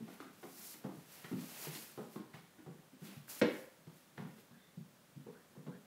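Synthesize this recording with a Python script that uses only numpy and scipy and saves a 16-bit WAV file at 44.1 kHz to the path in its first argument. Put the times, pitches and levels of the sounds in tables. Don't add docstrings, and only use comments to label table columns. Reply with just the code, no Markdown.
import sys
import numpy as np
from scipy import signal
from scipy.fft import rfft, irfft
from scipy.io import wavfile
from scipy.ndimage import uniform_filter1d

SR = 44100
rng = np.random.default_rng(int(sys.argv[2]) if len(sys.argv) > 2 else 0)


def wrap_up_sound(samples):
    columns = np.atleast_2d(samples).T
    tamed = np.clip(columns, -1, 1)
    steps = np.round(tamed * 32767).astype(np.int16)
    wavfile.write(sys.argv[1], SR, steps)


N = 258412

# f/Hz, relative density/dB
HISS_SPECTRUM = [(15, -60), (25, -13), (49, -20), (165, 4), (458, -6.5), (568, -3), (667, -8), (1860, -11),
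                 (2010, -13), (2560, -14.5), (3540, -15), (4760, -17.5), (15600, -20)]
# crest t/s, rise/s, hold/s, fall/s, bright level/dB, dull part re bright/dB
BRUSH_STROKES = [(0.142, 0.27, 0.014, 0.14, -67, 5), (0.21, 0.023, 0.01, 0.35, -68.5, 4),
                 (0.647, 0.32, 0.092, 0.068, -52.5, -9), (0.786, 0.078, 0.23, 0.12, -69, -1),
                 (1.148, 0.2, 0.18, 0.1, -60, -1.5), (1.389, 0.08, 0.13, 0.17, -60, 0),
                 (1.65, 0.25, 0.021, 0.12, -49, -3), (1.737, 0.1, 0.08, 0.38, -53, -4),
                 (2.136, 0.05, 0.0092, 0.17, -64, -3.5), (2.347, 0.048, 0.019, 0.19, -69, 8.5),
                 (3.054, 0.076, 0.097, 0.13, -60, 0.5), (3.298, 0.025, 0.1, 0.027, -50.5, -9),
                 (3.55, 0.4, 0.055, 0.21, -63, -0.5), (3.976, 0.15, 0.01, 0.25, -68.5, -3),
                 (4.181, 0.041, 0.13, 0.15, -73, 4.5), (4.398, 0.092, 0.01, 0.13, -68.5, -4)]
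# f/Hz, width/Hz, relative level/dB
BRIGHT_BANDS = [(5250, 2940, 1), (8360, 3800, 0), (11630, 3000, 2.5), (14700, 3500, 0.5)]
DULL_BANDS = [(450, 1070, 4), (1030, 2700, -53), (2050, 1530, 1.5), (3130, 2500, -2)]
# upper modes/dB, knock/dB,
# tick/dB, scuff/dB; then ring t60/s, paw softness/ms
PAW_STEPS = [(0.004, -40, 177, -13.5, -27, -40, -33, 0.18, 1.6),
             (0.079, -46.5, 264, -7, -11, -13, -20, 0.19, 5.7),
             (0.202, -44.5, 313, -17, -13, -16, -16, 0.26, 1.05),
             (0.249, -52, 201, -19, -33, -16, -26, 0.16, 2.2),
             (0.43, -43, 218, -1, -9.5, -11, -15.5, 0.28, 2.6),
             (0.576, -54, 229, 2, -14, -5, -15, 0.17, 4.1), (0.738, -56, 235, -7, -9, -2, -2, 0.22, 5.9),
             (0.838, -32.5, 194, -6, -17, -39, -23, 0.1, 12.6),
             (0.889, -37.5, 239, -10, -23, -37, -37, 0.074, 2.7),
             (0.966, -50, 129, -21, -20, -27, -27, 0.17, 6.2),
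             (1.242, -44.5, 158, 0.5, -11, -3.5, -11.5, 0.12, 2.7),
             (1.313, -33, 211, -24, -24, -27.5, -38, 0.37, 2.3),
             (1.38, -38.5, 237, -13, -28, -23, -35, 0.11, 4.1),
             (1.667, -39, 136, -2.5, -20, -27, -16, 0.14, 3.6),
             (1.749, -48.5, 221, -12, -27, -4, 3, 0.15, 4.8),
             (1.974, -37.5, 203, 0.5, -10.5, -29, -24, 0.24, 6.3),
             (2.158, -35.5, 225, -11, -19.5, -27, -25.5, 0.099, 3),
             (2.199, -42, 275, -22, -36, -31, -21, 0.07, 2.5),
             (2.338, -44.5, 137, -7, -12.5, -7.5, -25, 0.23, 4),
             (2.582, -50.5, 266, -24, -18, -11, -25, 0.19, 7.4),
             (2.663, -43, 157, -8.5, -17, -22, -30, 0.2, 7.3),
             (2.78, -55, 182, -1, -34, -10, -23, 0.12, 5.5), (2.929, -50, 232, -8, -26, -24, -20, 0.067, 3),
             (3.018, -43, 172, -11, -29, -25, -21, 0.11, 2.7),
             (3.069, -51, 240, -30, -29, -24, -5, 0.17, 2.8),
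             (3.165, -43, 151, -23, -36, -31, -18, 0.11, 3),
             (3.416, -16.5, 303, 3.5, -22.5, -12, -19.5, 0.16, 1.2),
             (3.868, -46, 156, -5, -18.5, -23, -23, 0.18, 2.5),
             (4.175, -38, 165, -10, -12, -10, -19, 0.36, 6.4),
             (4.249, -45, 185, -13, -16, -11, -27, 0.21, 11),
             (4.38, -55.5, 170, 12, -24, -13.5, -12, 0.078, 4.3),
             (4.509, -53, 159, -14, -15, -21, -15, 0.13, 4.7),
             (4.771, -40.5, 146, -17, -45, -35, -30, 0.19, 5.4),
             (4.849, -61, 180, -16, -31, -24, -22, 0.24, 5),
             (5.155, -44.5, 183, -36, -35, -32, -34, 0.21, 8.8),
             (5.262, -43.5, 188, 4, -14.5, -32, -32, 0.087, 12.7),
             (5.349, -63, 182, -19, -10, -9, -21, 0.18, 2.8),
             (5.553, -46.5, 172, -4, -18, -37, -35, 0.26, 12),
             (5.665, -35.5, 180, -6, -19.5, -29, -23.5, 0.14, 13),
             (5.75, -55, 194, -26, -18, -15, -23, 0.098, 2.8)]
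# f/Hz, relative level/dB, factor on the step's t60
TREAD_MODES = [(88, -28, 0.2), (120.4, -0.5, 0.53), (144.8, 3, 0.8), (160.7, -4.5, 1.3), (187.7, 0, 0.71),
               (220.2, 1.5, 0.74), (260.2, -3, 1.02), (311.5, 5, 0.6), (365.8, 8, 0.32), (415.2, 0, 0.61),
               (485.5, -6, 1.48), (519.7, 0, 0.76), (582, -14.5, 2.06), (624, -3, 0.64)]
# f/Hz, width/Hz, relative level/dB
KNOCK_BANDS = [(714, 315, -7), (980, 580, -9.5)]
TICK_BANDS = [(1435, 86, 12.5), (1870, 510, 8)]
SCUFF_BANDS = [(2900, 1850, 4), (4340, 1900, -1.5), (5840, 1500, -11.5), (9900, 8100, -27)]
# f/Hz, relative level/dB, t60/s
BOARD_MODES = [(1288, 0.5, 0.068), (1435, -6, 0.25), (1700, -2, 0.15), (1750, -4, 0.083), (1820, 0, 0.094),
               (2010, -12, 0.2), (2230, -6, 0.15), (2976, -6.5, 0.2)]
# f/Hz, t60/s, relative level/dB
ECHO_BANDS = [(106, 0.41, -11.5), (206, 0.33, 4), (506, 0.51, -2.5), (1200, 0.58, -1.5), (2840, 0.52, 1.5),
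              (8000, 0.28, -0.5)]
# t/s, level/dB, f/Hz
CLAW_TAPS = [(0.203, -35, 1330), (0.429, -46, 940), (1.246, -40.5, 1940), (2.161, -38, 1060),
             (2.337, -52, 1980), (2.663, -44, 730), (3.282, -43.5, 1540), (3.415, -21, 1820),
             (3.416, -38, 5450), (4.177, -47.5, 770), (4.18, -42, 1820), (5.553, -49.5, 770),
             (5.665, -47, 745)]
# t/s, f/Hz, level/dB, length/s
TREAD_SQUEAKS = [(4.464, 1660, -74.5, 0.21), (4.549, 2040, -75.5, 0.22), (4.548, 3560, -75, 0.19),
                 (5.338, 1530, -68, 0.058), (5.38, 1710, -72, 0.051), (5.701, 1530, -68, 0.057),
                 (5.728, 1700, -70, 0.067)]

HISS_DB, ECHO_DB, BOARDS_RE_TICK_DB = -65.5, -4.5, -27
BRUSH_EDGE_DB, BRUSH_SAG_DB = -23.5, -2.5
KNOCK_T60_S, TICK_T60_S, CLAW_T60_S = 0.21, 0.066, 0.0066
THUMP_SPREAD_OCT, THUMP_SCATTER_DB = 0.42, 1.5
LIGHT_STEP_DB = -45
LOWER_TO_HZ, LOWER_DB, LOWER_GAIN_PER_DB = 125, -14.5, 0.42
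UPPER_FROM_HZ, UPPER_HZ, UPPER_SPREAD_OCT, UPPER_RISE_OCT_PER_DB = 330, 365, 0.33, 0.014
STEP_LOW_CUT_HZ, HIGH_CUT_HZ = 110, 15680


def undb(db):
    return 10 ** (np.asarray(db) / 20)


def unit(x):
    return x / np.sqrt(np.mean(x ** 2))


def fade(t, t60):
    return np.exp(-np.log(1000) * t / t60)


def shaped_noise(size, gain):
    hz = np.maximum(np.fft.rfftfreq(size, 1 / SR), 1)
    return unit(irfft(rfft(rng.standard_normal(size)) * gain(hz), size))


def band_noise(size, bands):
    def gain(hz):
        powers = (undb(db) ** 2 / (1 + ((hz - f * f / hz) / width) ** 4) for f, width, db in bands)
        return np.sqrt(sum(powers))
    return shaped_noise(size, gain)


def add(out, start, sound):
    i = int(max(start, 0) * SR)
    out[i:i + len(sound)] += sound[:len(out) - i]


def flicker(rate):
    hold = int(SR / rate)
    held = np.repeat(rng.standard_normal(N // hold + 1), hold)
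    return unit(uniform_filter1d(held, hold)[:N])


def hiss():
    hz, db = np.transpose(HISS_SPECTRUM)
    level = undb(HISS_DB + 0.26 * flicker(1.95))
    return level * shaped_noise(N, lambda f: undb(np.interp(np.log(f), np.log(hz), db)))


def brushing():
    t, out = np.arange(N) / SR, np.zeros(N)
    bright = band_noise(N, BRIGHT_BANDS) * undb(0.69 * flicker(150) + 1.1 * flicker(12))
    dull = band_noise(N, DULL_BANDS) * undb(0.83 * flicker(100) + 0.25 * flicker(50))
    corner_db = [BRUSH_EDGE_DB, 0, BRUSH_SAG_DB, BRUSH_EDGE_DB]
    for crest, rise, hold, fall, db, dull_db in BRUSH_STROKES:
        corners = [crest - rise, crest, crest + hold, crest + hold + fall]
        shape_db = np.interp(t, corners, corner_db, left=-np.inf, right=-np.inf)
        out += undb(db + shape_db) * (bright + undb(dull_db) * dull)
    return out


def tread_ring(t, db, centre_hz, upper_db, t60, chance):
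    hz, mode_db, t60_factor = np.transpose(TREAD_MODES)[:, :, None]
    scatter, detune, phase = chance
    force_db = max(db - LIGHT_STEP_DB, 0)
    near = np.exp(-.5 * (np.log2(hz / centre_hz) / THUMP_SPREAD_OCT) ** 2)
    lower = (hz < LOWER_TO_HZ) * undb(LOWER_DB + LOWER_GAIN_PER_DB * force_db)
    away_oct = np.log2(hz / UPPER_HZ) - UPPER_RISE_OCT_PER_DB * force_db
    upper = (hz > UPPER_FROM_HZ) * np.exp(-.5 * (away_oct / UPPER_SPREAD_OCT) ** 2)
    gain = (near + lower + upper * undb(upper_db)) * undb(mode_db + THUMP_SCATTER_DB * scatter)
    cycles = hz * (1 + 0.0097 * detune) * t + 0.13 * phase
    return np.sum(gain * np.sin(2 * np.pi * cycles) * fade(t, t60 * t60_factor), axis=0)


def board_ring(t, chance):
    hz, db, t60 = np.transpose(BOARD_MODES)[:, :, None]
    modes = undb(db + 2 * chance) * np.sin(2 * np.pi * (hz * t + chance)) * fade(t, t60)
    return undb(BOARDS_RE_TICK_DB) * modes.sum(axis=0)


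def paws(echo):
    out, t = np.zeros(N), np.arange(SR // 2) / SR
    noises = np.array([band_noise(N, bands) for bands in (KNOCK_BANDS, TICK_BANDS, SCUFF_BANDS)])
    chances = rng.standard_normal((len(PAW_STEPS), 3, len(TREAD_MODES), 1))
    for row, chance in zip(PAW_STEPS, chances):
        start, db, centre_hz, upper_db, knock_db, tick_db, scuff_db, t60, soft_ms = row
        press = 1 - np.exp(-t / (soft_ms / 1000))
        thump = press ** 2 * tread_ring(t, db, centre_hz, upper_db, t60, chance)
        thump /= np.abs(thump).max()
        span = np.arange(len(t)) + int(start * SR)
        knock_noise, tick_noise, scuff_noise = np.take(noises, span, axis=1, mode="wrap")
        knock = knock_noise * fade(t, KNOCK_T60_S) * np.sqrt(press)
        scratch_envelope = fade(t, TICK_T60_S) * np.sqrt(press)
        tick = tick_noise * scratch_envelope + board_ring(t, chance[2, :len(BOARD_MODES)])
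        scuff = scuff_noise * scratch_envelope
        step = thump + undb(knock_db) * knock + undb(tick_db) * tick + undb(scuff_db) * scuff
        add(out, start, echo(undb(db) * step, start))
    return out


def stairwell():
    t = np.arange(SR * 3 // 4) / SR
    centres = 70 * 2 ** np.arange(0, 7.6, .5)
    hz, t60, db = np.transpose(ECHO_BANDS)
    colour = undb(np.interp(np.log(centres), np.log(hz), db)) * np.sqrt(centres)
    bands = np.array([band_noise(N + SR, [(f, f / 3, 0)]) for f in centres]) * colour[:, None]
    band_t60 = np.interp(np.log(centres), np.log(hz), t60)
    build_up = 1 - np.exp(-t / 0.0033)
    decays = fade(t, band_t60[:, None]) * build_up

    def echo(direct, start):
        tail = np.sum(bands[:, int(start * SR):][:, :len(t)] * decays, axis=0)
        heard = undb(ECHO_DB) * signal.fftconvolve(direct, tail / np.sqrt(np.sum(tail ** 2)))
        add(heard, 0, direct)
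        return heard
    return echo


def claws(echo):
    out, t = np.zeros(N), np.arange(SR // 20) / SR
    for start, db, hz in CLAW_TAPS:
        tap = undb(db) * np.sin(2 * np.pi * hz * t) * fade(t, CLAW_T60_S)
        add(out, start, echo(tap, start))
    return out


def squeaks():
    out = np.zeros(N)
    for start, hz, db, length in TREAD_SQUEAKS:
        size = int(length * SR)
        breath = band_noise(SR, [(hz, 230, 0)])[:size]
        add(out, start, undb(db) * breath * np.sqrt(np.hanning(size)))
    return out


def scene():
    echo = stairwell()
    low_cut = signal.butter(3, STEP_LOW_CUT_HZ, "high", fs=SR, output="sos")
    steps = signal.sosfilt(low_cut, paws(echo) + claws(echo))
    return np.tile(steps + squeaks() + brushing() + hiss(), (2, 1))


def record(dry):
    high_cut = signal.ellip(10, .2, 60, HIGH_CUT_HZ, fs=SR, output="sos")
    return signal.sosfilt(high_cut, dry)


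dry = scene()
out = record(dry)
wrap_up_sound(out)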